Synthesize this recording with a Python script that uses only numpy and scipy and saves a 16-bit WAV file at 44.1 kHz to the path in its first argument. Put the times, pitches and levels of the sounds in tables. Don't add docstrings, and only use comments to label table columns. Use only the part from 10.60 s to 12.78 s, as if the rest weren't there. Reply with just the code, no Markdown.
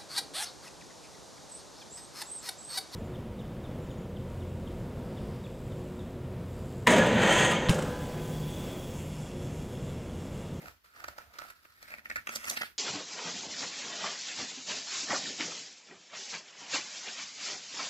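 import sys
import numpy as np
from scipy import signal
from scipy.fft import rfft, irfft
from scipy.io import wavfile
from scipy.ndimage import uniform_filter1d, map_coordinates

SR = 44100
rng = np.random.default_rng(int(sys.argv[2]) if len(sys.argv) > 2 else 0)


def to_linear_factor(level_db):
    exponent = np.asarray(level_db, float) / 20
    return 10 ** exponent


def generate_wav(sig):
    pcm = np.round(np.clip(np.atleast_2d(sig).T, -1, 1) * 32767).astype(np.int16)
    wavfile.write(sys.argv[1], SR, pcm)


N = 96138

# t/s, level/dB, brightness/dB
RUB = [(0, -60.5, 1), (0.029, -61.5, -13), (0.099, -64, -3.5), (.16, -84, -11), (.232, -108, -14),
       (.25, -73.5, 11), (0.409, -63.5, -6.5), (.68, -72.5, -7.5), (.83, -57, 1.5), (1.001, -72.5, 7.5),
       (1.16, -72.5, 7), (1.318, -58, 3.5), (1.43, -75, -7.5), (1.65, -74, -3.5), (1.72, -48.5, 5.5),
       (1.825, -57, 4), (1.879, -42.5, 4.5), (1.96, -57, 12)]
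# t/s, body/dB, thump/dB, crack/dB, fizz/dB
SNAPS = [(.018, -87, -67, -75, -49.5), (0.0575, -44, -67, -63, -66), (0.0801, -38, -60, -61.5, -56),
         (0.244, -55.5, -66, -72.5, -60), (0.335, -74, -83, -86, -77), (0.3614, -52, -87, -65, -81),
         (0.401, -41.5, -74, -64, -67), (0.4407, -33.5, -45.5, -53.5, -63),
         (0.4821, -34, -41.5, -50.5, -67), (0.5818, -37.5, -42.5, -55, -67), (0.738, -52, -66, -63, -82),
         (0.7861, -35.5, -50, -46, -61), (0.8169, -39.5, -47, -65, -70), (0.9021, -43.5, -80, -77, -46),
         (1.0511, -49, -61, -93, -84), (1.4993, -32.5, -48.5, -49.5, -64),
         (1.5585, -26.5, -45.5, -48.5, -55), (1.671, -28.5, -43, -49.5, -51)]
# t/s, level/dB
RUMBLE = [(0.0, -91), (0.07, -54.5), (0.21, -78.5), (0.41, -82), (0.49, -52.5), (0.54, -67.5),
          (0.59, -62.5), (0.72, -68.5), (0.82, -100), (1.01, -74.5), (1.4, -74), (1.58, -58), (1.7, -76),
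          (1.77, -65), (1.92, -64), (2.18, -71.5)]
# t/s, level/dB, thump/dB, crack/dB, spread/s
CRUMPLES = [(0.26, -60, -23, -4, .002), (0.341, -63, -29, -25, 0.0078), (.378, -57, -15, -11, .01),
            (.42, -57, -15, -20, 0.0057), (.615, -56.5, -10, -24, 0.014), (.7557, -59.5, -16, -10, 0.0035),
            (.82, -50, -14, -15, 0.0014), (.848, -50, 2.5, -19, 0.0031), (.858, -73, 13, -15, 0.0017),
            (.9025, -52, -26, 1, 0.0048), (1.2285, -44.5, -10.5, 0, 0.0027), (1.25, -56, -18, -13, 0.0059),
            (1.277, -57, -22, -23, .005), (1.305, -40.5, -7, -10, 0.0024), (1.321, -47, -9, -23, 0.011),
            (1.3396, -35, -8, -31, 0.0015), (1.35, -56, 2, -10, 0.0026), (1.384, -43, -7, -14, 0.0018),
            (1.392, -49.5, -30, -34, 0.0025), (1.4573, -33.5, -19, -37, 0.002),
            (1.503, -36, -15, -22, 0.0026), (1.513, -34, -14, -40, .002), (1.522, -47, -8, -7, 0.0058),
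            (1.5676, -30.5, -15.5, -8, 0.0019), (1.581, -39.5, -19, -23, 0.0076)]
# t/s, level/dB, thump/dB, crack/dB, spread/s
FLAPS = [(1.6928, -30, -9, -12, 0.0018), (1.736, -49, -3, -23, 0.0054), (1.76, -39, -2.5, 10, 0.0033),
         (1.845, -34, -15.5, -7.5, 0.0023), (1.855, -50.5, 9.5, 14.5, 0.00034),
         (1.894, -40.5, -26, -2, 0.0047), (1.9, -41, -17, 13.5, 0.0027), (1.919, -54, 8.5, 8, 0.022),
         (1.9738, -32.5, -10, 4, 0.0037), (2.012, -42, 7, -12, 0.00091), (2.0184, -25.5, -17, -7.5, 0.0035),
         (2.034, -31, -12.5, -18, 0.0028), (2.058, -50, -35, 4.5, 0.016)]

# thump, body, crack, fizz [level/dB]
RUB_LAYERS_DB = [-2, 6, -5, -8]
SNAP_LAYERS_DB = [18.2, 16.2, 24.1, 11]
CRUMPLE_LAYERS_DB = [1.1, 4.7, 1.5, -7]
FLAP_LAYERS_DB = [2, 0, 1.5, -19.5]

# f/Hz, level/dB
HELD_THUMP = [(110, -42.5), (250, 4.5), (450, -0.5), (700, 11.5), (950, 6.5), (1400, -40.5)]
# f/Hz, level/dB
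FREE_THUMP = [(140, -19.5), (230, -0.5), (330, -7), (420, -12.5), (600, -1.5), (850, -5.5), (1400, -32)]
# f/Hz, level/dB
HELD_BODY = [(600, -14), (1120, -7), (1330, 3.5), (1550, 3.5), (2400, -0.5), (3100, -10.5), (4500, -23)]
# f/Hz, level/dB
FREE_BODY = [(600, -25.5), (1050, -9), (1300, 3), (1750, 15.5), (2450, 12.5), (2900, -3.5), (4500, -24)]
# f/Hz, level/dB
FLYING_BODY = [(600, -28.5), (1000, -8), (1400, -1.5), (2000, 5), (2700, -1.5), (3300, -2.5), (5000, -28.5)]
# f/Hz, level/dB
CRACK = [(900, -24), (2200, 8), (3200, 5), (4400, 7), (6200, -1.5), (8500, -2), (11000, -23.5)]
# f/Hz, level/dB
SWISH = [(900, -32), (2300, -12.5), (3000, 1.5), (4300, 4.5), (6200, 6.5), (8000, -1), (11000, -11)]
# f/Hz, level/dB
SLAP = [(500, -50.5), (1500, 4.5), (2400, 6.5), (3100, 4.5), (4400, 2.5), (6500, -9), (9000, -20)]
# f/Hz, level/dB
FIZZ = [(2500, -29), (6000, 9.5), (8500, 15), (11000, 11), (13500, 16.5), (15000, -0.5), (17000, -49)]
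# f/Hz, level/dB
WHUMP = [(100, -18.5), (190, -3), (300, -0.5), (430, -4.5), (600, -20), (1000, -32.5)]
# f/Hz, level/dB
LOW = [(20, -73), (33, -20), (52, 7), (78, 9.5), (130, -8.5), (250, -19.5)]

# t/s, level/dB, extra delay at right port/s
ECHOES = [(.0011, -11, .0004), (.0021, -12, -.0005), (.0085, -16, -.0002), (.0135, -19, .0003),
          (.019, -21, -.0004)]
# f/Hz, t60/s
ROOM = [(200, .22), (1000, .24), (4000, .2), (12000, .14)]
# f/Hz, level/dB
RIGHT = [(60, 4), (200, 3), (400, -1.5), (800, -2), (1700, 3), (2400, -.5), (3300, 0), (4800, 5), (7000, 5),
         (8800, -3), (13000, 5)]
# f/Hz, level/dB per Hz
HISS = [(60, -9.5), (200, -7.5), (700, -15), (1400, -6.5), (3200, -12.5), (5000, -14), (8500, -24.5),
        (14000, -16)]

HELD_FROM_S, HELD_TO_S, FLIES_S, LANDS_S = .05, 1.15, 1.65, 1.955
GRAIN_DB, GRAINS_PER_S, CLUMP_DB, BRUSH = 2.4, 3500, 2.5, .4
RUB_END_S, RUB_FADE_DB_PER_S = 2.043, 302
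SNAP_RISE_S, SNAP_FALL_S, SPLINTERS = .0003, .003, .09
REBOUND_S, REBOUND_SPREAD, REBOUND = .0034, .04, 1.35
WHUMP_S, WHUMP_WIDTH_S, WHUMP_DB = 0.037, 0.021, -50.5
FIZZ_PER_CRACK = 2.38
ROOM_DB = -15
SHARED_BELOW_HZ, MIC_LOW_HZ, EDGE_HZ = 900, 42, 15400
CAVITY_HZ, CAVITY_WIDTH_HZ, CAVITY_DB = 1340, 170, 3.5
LAG_S, LAG_WANDER_S = .00028, .00005
HISS_DB, GATE_DB, GATE_KNEE_DB, GATE_S = -66.5, -6.5, -63, 0.022


def read(points, hz):
    f, value = np.transpose(points)
    return np.interp(np.log(hz + 1), np.log(f + 1), value)


def colour(x, points, lag_s=0.):
    hz = np.fft.rfftfreq(4096, 1 / SR)
    cep = irfft(read(points, hz) * np.log(10) / 20)
    cep[1:2048] *= 2
    cep[2049:] = 0
    taps = irfft(np.exp(rfft(cep) - 2j * np.pi * hz * lag_s))
    return signal.oaconvolve(x, taps)[:N], np.linalg.norm(taps)


def shape_noise(x, points):
    shaped, norm = colour(x, points)
    return shaped / norm


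def sheet(drive):
    t = np.arange(N) / SR
    thump, body, crack, fizz = drive
    held = (t > HELD_FROM_S) & (t < HELD_TO_S)
    flying, landed = t > FLIES_S, t > LANDS_S
    parts = [
        (thump * held, HELD_THUMP),
        (thump * ~held, FREE_THUMP),
        (body * held, HELD_BODY),
        (body * (~held & ~flying), FREE_BODY),
        (body * flying, FLYING_BODY),
        (crack * ~flying, CRACK),
        (crack * (flying & ~landed), SWISH),
        (crack * landed, SLAP),
        (fizz, FIZZ),
    ]
    return sum(shape_noise(x, points) for x, points in parts)


def rubbing():
    t = np.arange(N) / SR
    size = to_linear_factor(GRAIN_DB * np.minimum(rng.exponential(1, N), 3.5))
    size *= rng.random(N) < GRAINS_PER_S / SR
    clump = uniform_filter1d(rng.standard_normal(N), 300)
    slips = (size + BRUSH) * rng.standard_normal(N) * to_linear_factor(CLUMP_DB * clump / clump.std())
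    at_s, level_db, bright_db = np.transpose(RUB)
    level = np.interp(t, at_s, level_db) - RUB_FADE_DB_PER_S * np.maximum(t - RUB_END_S, 0)
    tilt = np.outer([-1, 0, 1, 1], np.interp(t, at_s, bright_db))
    gain_db = level + tilt + np.array(RUB_LAYERS_DB)[:, None]
    return sheet(slips / slips.std() * to_linear_factor(gain_db))


def add_clicks(drive, s, levels_db, rise_s, fall_s, clump_db, lead=0.):
    span = np.arange(-1024, 2048)
    u = span / SR
    clicks = rng.standard_normal(3072) * to_linear_factor(clump_db * np.repeat(rng.standard_normal(384), 8))
    shape = np.exp(np.where(u < 0, u / abs(rise_s), -u / abs(fall_s)))
    clicks *= shape * np.linalg.norm(shape) / np.linalg.norm(shape * clicks)
    clicks[1024] += lead
    rebound_s = REBOUND_S * (1 + REBOUND_SPREAD * rng.uniform(-1, 1))
    clicks[1024 + round(rebound_s * SR)] += REBOUND * lead
    at = round(s * SR) + span
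    drive[:, at[at >= 0]] += to_linear_factor(levels_db)[:, None] * clicks[at >= 0]


def snaps():
    drive = np.zeros((4, N))
    for s, body_db, thump_db, crack_db, fizz_db in SNAPS:
        levels_db = np.array([thump_db, body_db, crack_db, fizz_db]) + SNAP_LAYERS_DB
        levels_db = levels_db + 20 * np.log10(SPLINTERS)
        add_clicks(drive, s, levels_db, SNAP_RISE_S, SNAP_FALL_S, 5.0, 1 / SPLINTERS)
    return drive


def whump():
    t = np.arange(N) / SR
    puff = np.exp(-.5 * ((t - WHUMP_S) / WHUMP_WIDTH_S) ** 2)
    return to_linear_factor(WHUMP_DB) * shape_noise(rng.standard_normal(N) * puff, WHUMP)


def rumble():
    level_db = np.interp(np.arange(N) / SR, *np.transpose(RUMBLE))
    return shape_noise(rng.standard_normal(N), LOW) * to_linear_factor(level_db)


def crumples():
    drive = np.zeros((4, N))
    for s, db, thump_db, crack_db, spread_s in CRUMPLES:
        levels_db = db + np.array([thump_db, 0, crack_db, crack_db]) + CRUMPLE_LAYERS_DB
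        add_clicks(drive, s, levels_db, spread_s * .6, spread_s, 3.5)
    return drive


def flaps():
    drive = np.zeros((4, N))
    for s, db, thump_db, crack_db, spread_s in FLAPS:
        levels_db = db + np.array([thump_db, 0, crack_db, FIZZ_PER_CRACK * crack_db]) + FLAP_LAYERS_DB
        add_clicks(drive, s, levels_db, spread_s * 1.33, spread_s, 2.5)
    return drive


def room(x):
    taps = np.zeros((2, SR // 2))
    at = np.arange(100, SR // 2 - 20, 20)
    places = at + rng.integers(0, 20, (2, len(at)))
    np.put_along_axis(taps, places, rng.choice([-1., 1.], (2, len(at))), 1)
    hz, t, z = signal.stft(taps, SR, nperseg=256)
    decay = to_linear_factor(-60 * t / read(ROOM, hz)[:, None])
    tail = signal.istft(z * decay, SR, nperseg=256)[1]
    tail[1] += signal.lfilter(*signal.butter(2, SHARED_BELOW_HZ, fs=SR), tail[0] - tail[1])
    early = np.zeros_like(tail)
    early[:, 0] = 1
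    for s, db, extra_s in ECHOES:
        early[[0, 1], [round(s * SR), round((s + extra_s) * SR)]] = to_linear_factor(db)
    both = early / np.linalg.norm(early[0]) + to_linear_factor(ROOM_DB) * tail / np.linalg.norm(tail[0])
    return signal.fftconvolve(x[None], both, axes=1)[:, :N]


def scene():
    pages = sheet(snaps() + crumples() + flaps())
    return room(rubbing() + pages + whump()) + rumble()


def right_port(x):
    r = np.exp(-np.pi * CAVITY_WIDTH_HZ / SR)
    w = 2 * np.pi * CAVITY_HZ / SR
    ring = signal.lfilter([1 - r, 0, r - 1], [1, -2 * r * np.cos(w), r * r], x)
    low = signal.filtfilt(*signal.butter(3, SHARED_BELOW_HZ, fs=SR), x)
    high = x - low + to_linear_factor(CAVITY_DB) * ring
    return colour(low, RIGHT, LAG_S / 4)[0] + colour(high, RIGHT, LAG_S)[0]


def gated_hiss(ports):
    hiss = np.array([shape_noise(rng.standard_normal(N), HISS) for _ in ports])
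    bright = np.diff(ports[1], prepend=0) ** 2
    power_db = 10 * np.log10(abs(uniform_filter1d(bright, round(GATE_S * SR))) + 1e-14)
    gate = to_linear_factor(GATE_DB / (0.5 + np.exp((power_db - GATE_KNEE_DB) / 2.0)))
    return to_linear_factor(HISS_DB + 9) * gate * hiss


def band_limit(x):
    return signal.sosfilt(signal.butter(12, 16490, fs=SR, output="sos"), x)


def record(dry):
    ports = to_linear_factor(-2.5) * np.array([dry[0], right_port(dry[1])])
    wander = uniform_filter1d(rng.standard_normal(N), 2500)
    read_at = np.arange(N) + LAG_WANDER_S * SR * wander / wander.std()
    ports[1] = map_coordinates(ports[1], [read_at], order=5)
    ports = signal.lfilter(*signal.butter(2, MIC_LOW_HZ, 'high', fs=SR), ports)
    mix = ports + gated_hiss(ports)
    edge = signal.firwin(127, EDGE_HZ, window=("kaiser", 9), fs=SR)
    mix = signal.oaconvolve(mix, edge[None], "same", 1)
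    return band_limit(mix)


dry = scene()
out = record(dry)
generate_wav(out)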